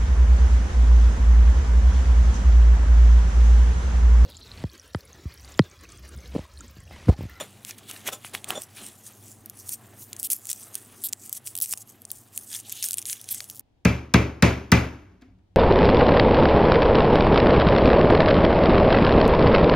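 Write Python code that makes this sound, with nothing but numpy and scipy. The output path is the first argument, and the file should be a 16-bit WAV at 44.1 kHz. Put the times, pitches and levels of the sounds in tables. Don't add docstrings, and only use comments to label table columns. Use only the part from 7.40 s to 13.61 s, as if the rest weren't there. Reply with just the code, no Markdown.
import sys
import numpy as np
from scipy import signal
from scipy.io import wavfile

SR = 44100
rng = np.random.default_rng(int(sys.argv[2]) if len(sys.argv) > 2 else 0)


def to_wav(s):
    ch = np.atleast_2d(s).T
    pcm = np.round(np.clip(ch, -1, 1) * 32767)
    wavfile.write(sys.argv[1], SR, pcm.astype(np.int16))


def to_linear_factor(level_db):
    exponent = np.asarray(level_db, float) / 20
    return 10 ** exponent


N = 273861

# frequency in Hz, relative density in dB.
ROOM_SPECTRUM = [(25, -1), (70, 0), (160, 1.5), (280, 10.5), (460, -5.5), (830, -0.5), (1500, -33),
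                 (4500, -17.5), (16000, -24)]
ROOM_DB = -56.5
# frequency in Hz, average level in dB rms, pitch wander in Hz.
HUM_LINES = [(99.9, -59.5, 3.13), (119.7, -62.5, 4.85), (211.9, -65, 6.08)]

# peak time in seconds, drive level in dB,
# build-up in seconds, die-away in seconds.
RUBS = [(0.0, -42.5, 0.037, 0.084), (0.498, -56.5, 0.03, 0.52), (0.685, -39.5, 0.045, 0.032),
        (0.943, -45, 0.021, 0.058), (1.12, -35.5, 0.066, 0.1), (1.417, -49.5, 0.14, 0.13),
        (3.4, -58, 0.96, 0.38)]
PACK_AT_REST_DB = -64.5
# time in seconds, drive level in dB.
KNOCKS = [(0.297, -31.5), (0.503, -36.5), (0.6877, -18), (0.8474, -24), (1.105, -14.5), (4.336, -25.5)]
CONTACT_S = 0.006
# frequency in Hz, relative strength in dB, time to die by 60 dB in seconds.
PACK_MODES = [(452, 1.5, 0.02), (800, 8, 0.011), (1227, 13, 0.0047), (1790, 12.5, 0.0036),
              (2810, 20.5, 0.0012)]

# peak time in seconds, level in dB,
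# build-up in seconds, die-away in seconds.
PUSHES = [(0.0, -37.5, 0.043, 0.049), (0.294, -37, 0.057, 0.039), (0.384, -38.5, 0.0049, 0.014),
          (0.498, -39.5, 0.029, 0.041), (0.561, -43, 0.082, 0.1), (0.86, -44.5, 0.047, 0.065),
          (0.677, -25.5, 0.02, 0.022), (0.732, -30.5, 0.018, 0.027), (0.936, -36.5, 0.0017, 0.07),
          (1.093, -34.5, 0.025, 0.15), (1.239, -35, 0.077, 0.018), (1.366, -43, 0.029, 0.47),
          (1.489, -41, 0.17, 0.0069), (1.669, -34.5, 0.042, 0.041), (1.915, -43, 0.29, 0.063),
          (2.201, -42.5, 0.059, 0.039), (2.337, -28.5, 0.077, 0.02), (2.624, -37.5, 0.064, 0.048),
          (2.8, -34, 0.016, 0.035), (2.845, -21, 0.0043, 0.02), (2.913, -18.5, 0.0074, 0.054),
          (3.103, -22.5, 0.032, 0.023), (3.212, -37, 0.37, 0.19), (3.36, -40, 0.083, 0.16),
          (3.66, -40, 0.27, 0.062), (3.86, -36.5, 0.089, 0.041), (3.971, -30, 0.053, 0.017),
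          (4.065, -30, 0.019, 0.077), (4.332, -21.5, 0.072, 0.0039), (4.426, -37.5, 0.15, 0.0089),
          (4.499, -43, 0.04, 0.045), (4.76, -43, 0.12, 0.14), (4.96, -35.5, 0.039, 0.13),
          (5.162, -21.5, 0.073, 0.02), (5.2, -30.5, 0.12, 0.023), (5.379, -35, 0.23, 0.26),
          (5.44, -22, 0.0089, 0.086), (5.577, -29.5, 0.005, 0.046), (5.686, -31.5, 0.029, 0.19),
          (5.915, -28.5, 0.044, 0.016), (5.952, -33.5, 0.12, 0.15), (6.088, -47, 0.011, 0.68)]
RESTING_DB = -59
SWELL_DB = 20
# frequency in Hz, relative level in dB.
FOIL_SPECTRUM = [(4600, -17.5), (6000, -1.5), (9000, 5), (12000, 2.5), (15500, -3)]
# frequency in Hz, relative level in dB.
FOLD_SPECTRUM = [(1400, -12), (2400, -9), (3300, -1.5), (4800, -12), (15500, -4)]
# time in seconds, relative share of the rustle in dB.
FOLD_SHARE = [(0.0, 0), (0.96, 2), (1.22, -17), (1.33, 5), (1.6, -14), (2.9, -20), (3.1, -14),
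              (4.95, -17.5), (5.15, -12), (5.4, -15), (5.72, -8.5), (5.91, -9.5), (6.21, -16)]
DULLING_DB_PER_OCTAVE = -1.18

# peak time in seconds, drive level in dB,
# build-up in seconds, die-away in seconds.
RATTLES = [(0.008, -34, 0.031, 0.033), (0.73, -36, 0.018, 0.042), (1.156, -31, 0.011, 0.013),
           (1.178, -30.5, 0.025, 0.021)]
# frequency in Hz, relative strength in dB.
TOOL_MODES = [(285, -11), (600, 2.5), (755, -0.5), (1040, -7), (1290, -3), (3500, -0.5), (5850, -5.5),
              (7060, 1), (9130, -3)]
TOOLS_T60_S = 0.034

# time in seconds, peak level in dB, pitch in Hz.
SNAPS = [(0.249, -17.5, 8500), (0.309, -21.5, 5560), (0.5121, -19, 8550), (0.69, -15.5, 3260),
         (0.9499, -11.5, 2480), (1.0433, -15.5, 8100), (1.089, -21, 9700), (1.1053, -7, 2720),
         (1.2194, -15, 9600), (2.0594, -20, 11900), (2.098, -19.5, 11700), (2.292, -15, 10800),
         (2.7306, -17, 7300), (2.765, -23.5, 8040), (2.798, -13.5, 11200), (2.83, -9.5, 10100),
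         (2.836, -22, 9100), (2.9023, -6, 9400), (2.9318, -5.5, 8900), (3.0544, -19, 8300),
         (3.07, -12, 8550), (3.092, -11, 6840), (3.102, -8.5, 9000), (3.1144, -5.5, 8800), (3.13, -6, 8300),
         (3.2474, -34, 10400), (3.344, -18, 12000), (3.3535, -7.5, 11100), (3.359, -22, 11900),
         (3.6866, -17.5, 9100), (3.691, -19, 12000), (3.7273, -11, 9900), (3.732, -6.5, 7200),
         (3.8945, -12.5, 14800), (3.928, -7, 11100), (3.935, -22, 10600), (3.951, -20, 8240),
         (4.0726, -12.5, 8600), (4.078, -15, 8950), (4.1531, -11, 10300), (4.1657, -12, 10900),
         (4.1762, -9, 11200), (4.187, -10, 11400), (4.202, -9.5, 11800), (4.2135, -6, 11700),
         (4.25, -12, 10600), (4.259, -11, 9300), (4.3175, -33, 10400), (4.326, -5, 7960), (4.337, -5, 6900),
         (4.375, -16.5, 10400), (4.381, -21, 9900), (4.619, -24, 11000), (4.652, -17, 8500),
         (4.704, -22, 5700), (4.7157, -5.5, 13800), (4.9764, -8, 9300), (5.129, -18, 6100),
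         (5.296, -14, 7860), (5.301, -24, 6640), (5.32, -14, 9000), (5.3242, -10, 11100),
         (5.4264, -6.5, 9150), (5.431, -11.5, 7500), (5.4415, -8, 6500), (5.4865, -8.5, 9300),
         (5.5088, -5, 10600), (5.519, -12, 10100), (5.532, -7, 9450), (5.5415, -4, 8950),
         (5.572, -14, 10600), (5.583, -6.5, 8500), (5.5902, -12, 8200), (5.617, -16.5, 7700),
         (5.6255, -15.5, 8200), (5.655, -13.5, 6370), (5.6983, -8.5, 6300), (5.729, -9.5, 5970),
         (5.814, -21, 8400), (5.8423, -22, 9400), (5.889, -12.5, 7860), (5.9461, -11.5, 11200),
         (6.0045, -11.5, 4430), (6.042, -20.5, 10700), (6.0992, -18.5, 11200), (6.1105, -26, 12400),
         (6.1951, -14.5, 14300)]

# peak time in seconds, level in dB,
# build-up in seconds, die-away in seconds.
RASPS = [(1.13, -47, 0.048, 0.061), (5.25, -51, 0.037, 0.2), (5.42, -40, 0.17, 0.13)]

# start in seconds, end in seconds, first slips per second,
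# first level in dB, pitch in Hz.
PEELS = [(2.838, 2.88, 500, -16, 10700), (2.901, 2.924, 410, -11.5, 9500),
         (3.6384, 3.6736, 360, -11, 11400), (4.221, 4.2367, 420, -7.5, 11400),
         (4.2395, 4.248, 260, -13, 9200), (5.662, 5.7, 220, -13, 8300), (5.702, 5.736, 250, -15.5, 10100),
         (5.9074, 5.93, 325, -10, 11500), (6.148, 6.187, 110, -25, 11600)]
PEEL_SPEEDS_UP, PEEL_FADES_DB = 1.25, 3


def rms_one(x):
    return x / np.sqrt(np.mean(x ** 2) + 1e-20)


def at_hz(points, hz):
    table_hz, table_db = np.transpose(points)
    return np.interp(np.log(hz), np.log(table_hz), table_db)


def cut(x, hz, kind, order=4):
    return signal.sosfilt(signal.cheby1(order, 1, hz, kind, fs=SR, output="sos"), x)


def drift(rate):
    r = np.exp(-40 * np.pi * rate / SR)
    noise = rng.standard_normal(N // 20 + 2002)
    slow = signal.lfilter([1], [1, -2 * r, r * r], noise)[2000:]
    return np.interp(np.arange(N) / 20, np.arange(len(slow)), rms_one(slow))


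def ring(drive, hz, t60):
    r = to_linear_factor(-60 / (t60 * SR))
    w = 2 * np.pi * hz / SR
    return signal.lfilter([0, np.sin(w)], [1, -2 * r * np.cos(w), r * r], drive + 1e-18)


def clicks(per_s, size_db, clump_db=4.5):
    sizes = to_linear_factor(size_db * np.minimum(rng.exponential(1, N), 6)) * rng.choice([-1, 1], N)
    chance = per_s * to_linear_factor(clump_db * drift(60)) / SR
    return rms_one(sizes * (rng.random(N) < chance))


def swells(rows, rest_db):
    t = np.arange(0, N + 32, 32) / SR
    power = to_linear_factor(2 * rest_db)
    for s, db, build, die in rows:
        fall = SWELL_DB * np.maximum((s - t) / build, (t - s) / die)
        power = power + to_linear_factor(2 * (db - fall))
    return np.interp(np.arange(N) / SR, t, 10 * np.log10(power))


def dullness(s):
    return np.interp(s, *np.transpose(FOLD_SHARE))


def add(out, s, sound):
    i = int(s * SR)
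    out[i:i + len(sound)] += sound[:N - i]


def room_noise():
    out = 0
    edges = 25 * 2 ** np.arange(0, 9.6, .5)
    white = rng.standard_normal((2, 2, N))
    for k, (low, high) in enumerate(zip(edges, edges[1:])):
        band_pass = signal.butter(2, [low, high], "band", fs=SR, output="sos")
        band = signal.sosfilt(band_pass, white[k % 2])
        out = out + band * to_linear_factor(at_hz(ROOM_SPECTRUM, np.sqrt(low * high)) + 3.67 * drift(16.7))
    mid, side = to_linear_factor(ROOM_DB) * cut(rms_one(out), 20000, "low", order=8)
    for hz, db, width in HUM_LINES:
        phase = 2 * np.pi * np.cumsum(hz + width * drift(5.06)) / SR
        mid = mid + np.sqrt(2) * to_linear_factor(db + 2.5 * drift(8)) * np.sin(phase)
    return mid + to_linear_factor(-10) * cut(side, 90, "high", order=2) * [[1], [-1]]


def pack():
    rub_db = swells(RUBS, PACK_AT_REST_DB)
    friction = rng.standard_normal(N) * to_linear_factor(rub_db + 1.37 * drift(60))
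    knock_s, knock_db = np.transpose(KNOCKS)
    at = (knock_s * SR).astype(int)
    scuff = to_linear_factor(-60 * np.arange(400) / (CONTACT_S * SR)) * rng.standard_normal(400)
    scuff = cut(scuff / np.linalg.norm(scuff), 3600, "low", order=1)
    out = np.zeros(N)
    for hz, db, t60 in PACK_MODES:
        blows = np.zeros(N)
        blows[at] = to_linear_factor(knock_db + db - 14 + rng.normal(0, 4, len(at)))
        rubbing = friction * to_linear_factor(db - 24 + 3 * drift(10))
        out += ring(rubbing + signal.lfilter(scuff, [1], blows), hz, t60)
    return cut(cut(out, 4600, "low", order=2), 152, "high", order=2)


def grains(pitches, spectrum, ticks, cycles, tilt_db):
    fine = clicks(20000, size_db=4.0, clump_db=3.0)
    dealt = rng.integers(0, len(pitches), N)
    out = 0
    for k, hz in enumerate(pitches):
        drive = fine * (dealt == k) + (-1) ** k * ticks
        voice = rms_one(ring(drive, hz, cycles / hz))
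        octaves_up = max(np.log2(hz / 9000), 0)
        db = at_hz(spectrum, hz) + tilt_db * octaves_up + 3.5 * drift(6)
        out = out + voice * to_linear_factor(db) * np.sqrt(hz)
    return rms_one(out)


def rustle():
    low_db = dullness(np.arange(N) / SR)
    snap_s, snap_db, _ = np.transpose(SNAPS)
    jolts = np.zeros(N)
    jolts[(snap_s * SR).astype(int)] = to_linear_factor(snap_db - 19)
    settling = signal.lfilter([1], [1, -to_linear_factor(-60 / (0.016 * SR))], jolts)
    level = to_linear_factor(swells(PUSHES, RESTING_DB)) + settling
    ticks = to_linear_factor(-19) * clicks(200, size_db=2.5)
    tilt_db = DULLING_DB_PER_OCTAVE * np.minimum(low_db + 17, 10)
    bright = grains(np.geomspace(4400, 16000, 14), FOIL_SPECTRUM, ticks, cycles=32.0, tilt_db=tilt_db)
    dull = grains(np.geomspace(1500, 15000, 15), FOLD_SPECTRUM, ticks, cycles=20.0, tilt_db=tilt_db)
    bright = cut(bright, 4500, "high")
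    dull = to_linear_factor(low_db + 2) * cut(dull, 1400, "high", order=2)
    return level * (bright + dull)


def tools():
    touches = cut(clicks(1500, size_db=3.0) * to_linear_factor(swells(RATTLES, -99)), 200, "high")
    out = 0
    for hz, db in TOOL_MODES:
        out = out + ring(touches * to_linear_factor(db + 2.5 * drift(8)), hz, TOOLS_T60_S)
    return to_linear_factor(-21) * out


def buckle(hz, low_db, count=40):
    t = np.arange(400) / SR
    draw = rng.standard_normal((count, 4))
    modes = np.linspace(1900, 16300, count)[:, None] + 150 * draw[:, :1]
    broad = np.where(modes < 4300, to_linear_factor(low_db - 2), to_linear_factor(-18))
    weight = np.exp(-.5 * (np.log(modes / hz) / 0.23) ** 2) + broad
    late = np.maximum(t - .0001 * np.abs(draw[:, 3:]), 0)
    t60 = .0026 * np.exp(.3 * draw[:, 1:2])
    fade = to_linear_factor(-60 * late / t60) + to_linear_factor(-19 - 60 * late / .012)
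    sound = np.sum(weight * draw[:, 2:3] * fade * np.sin(2 * np.pi * modes * late), axis=0)
    edge_hz = min(2300 + 2200 * (1 - min(to_linear_factor(low_db + 11), 1)), 0.27 * hz)
    sound = cut(sound, edge_hz, "high")
    return sound / np.abs(sound).max()


def snaps():
    out = np.zeros(N)
    for s, db, hz in SNAPS:
        add(out, s, to_linear_factor(db) * buckle(hz, dullness(s)))
    return out


def rasp():
    band = cut(cut(clicks(4000, size_db=2.5), 2800, "high"), 4200, "low")
    return to_linear_factor(swells(RASPS, -99)) * rms_one(band)


def peels():
    out = np.zeros(N)
    for start, end, per_s, db, hz in PEELS:
        shared = buckle(hz, dullness(start) - 5)
        s = start
        for jitter, size in rng.standard_normal((20, 2)):
            own = buckle(hz, dullness(start))
            done = (s - start) / (end - start)
            if done <= 1:
                slip_db = db - done * PEEL_FADES_DB + 1.6 * size
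                add(out, s, to_linear_factor(slip_db) * (1.1 * shared + .4 * own))
            s += np.exp(0.07 * jitter) / (per_s * (1 + done * (PEEL_SPEEDS_UP - 1)))
    return out


def scene():
    near = pack() + rustle() + tools() + snaps() + rasp() + peels()
    near = cut(near, 15660, "low", order=8)
    treble = to_linear_factor(-19) * signal.lfilter(*signal.iirpeak(8000, 2.5, fs=SR), near)
    side = drift(30) * (treble + to_linear_factor(-25) * cut(near, 3000, "low"))
    return near + side * [[1], [-1]] + room_noise()


def band_limit(x):
    return signal.sosfilt(signal.butter(12, 17030, fs=SR, output="sos"), x)


def record(dry):
    t = np.arange(N) / SR
    x = cut(dry, 47, "high", order=2)
    peak_db = 20 * np.log10(np.abs(x).max(axis=0) + 1e-9)
    over = np.maximum(peak_db + 16, 0)
    held = np.maximum.accumulate(over + 9 * t) - 9 * t
    duck_db = -.35 * signal.lfilter([.005], [1, -.995], held)
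    return band_limit(x * to_linear_factor(duck_db))


dry = scene()
out = record(dry)
to_wav(out)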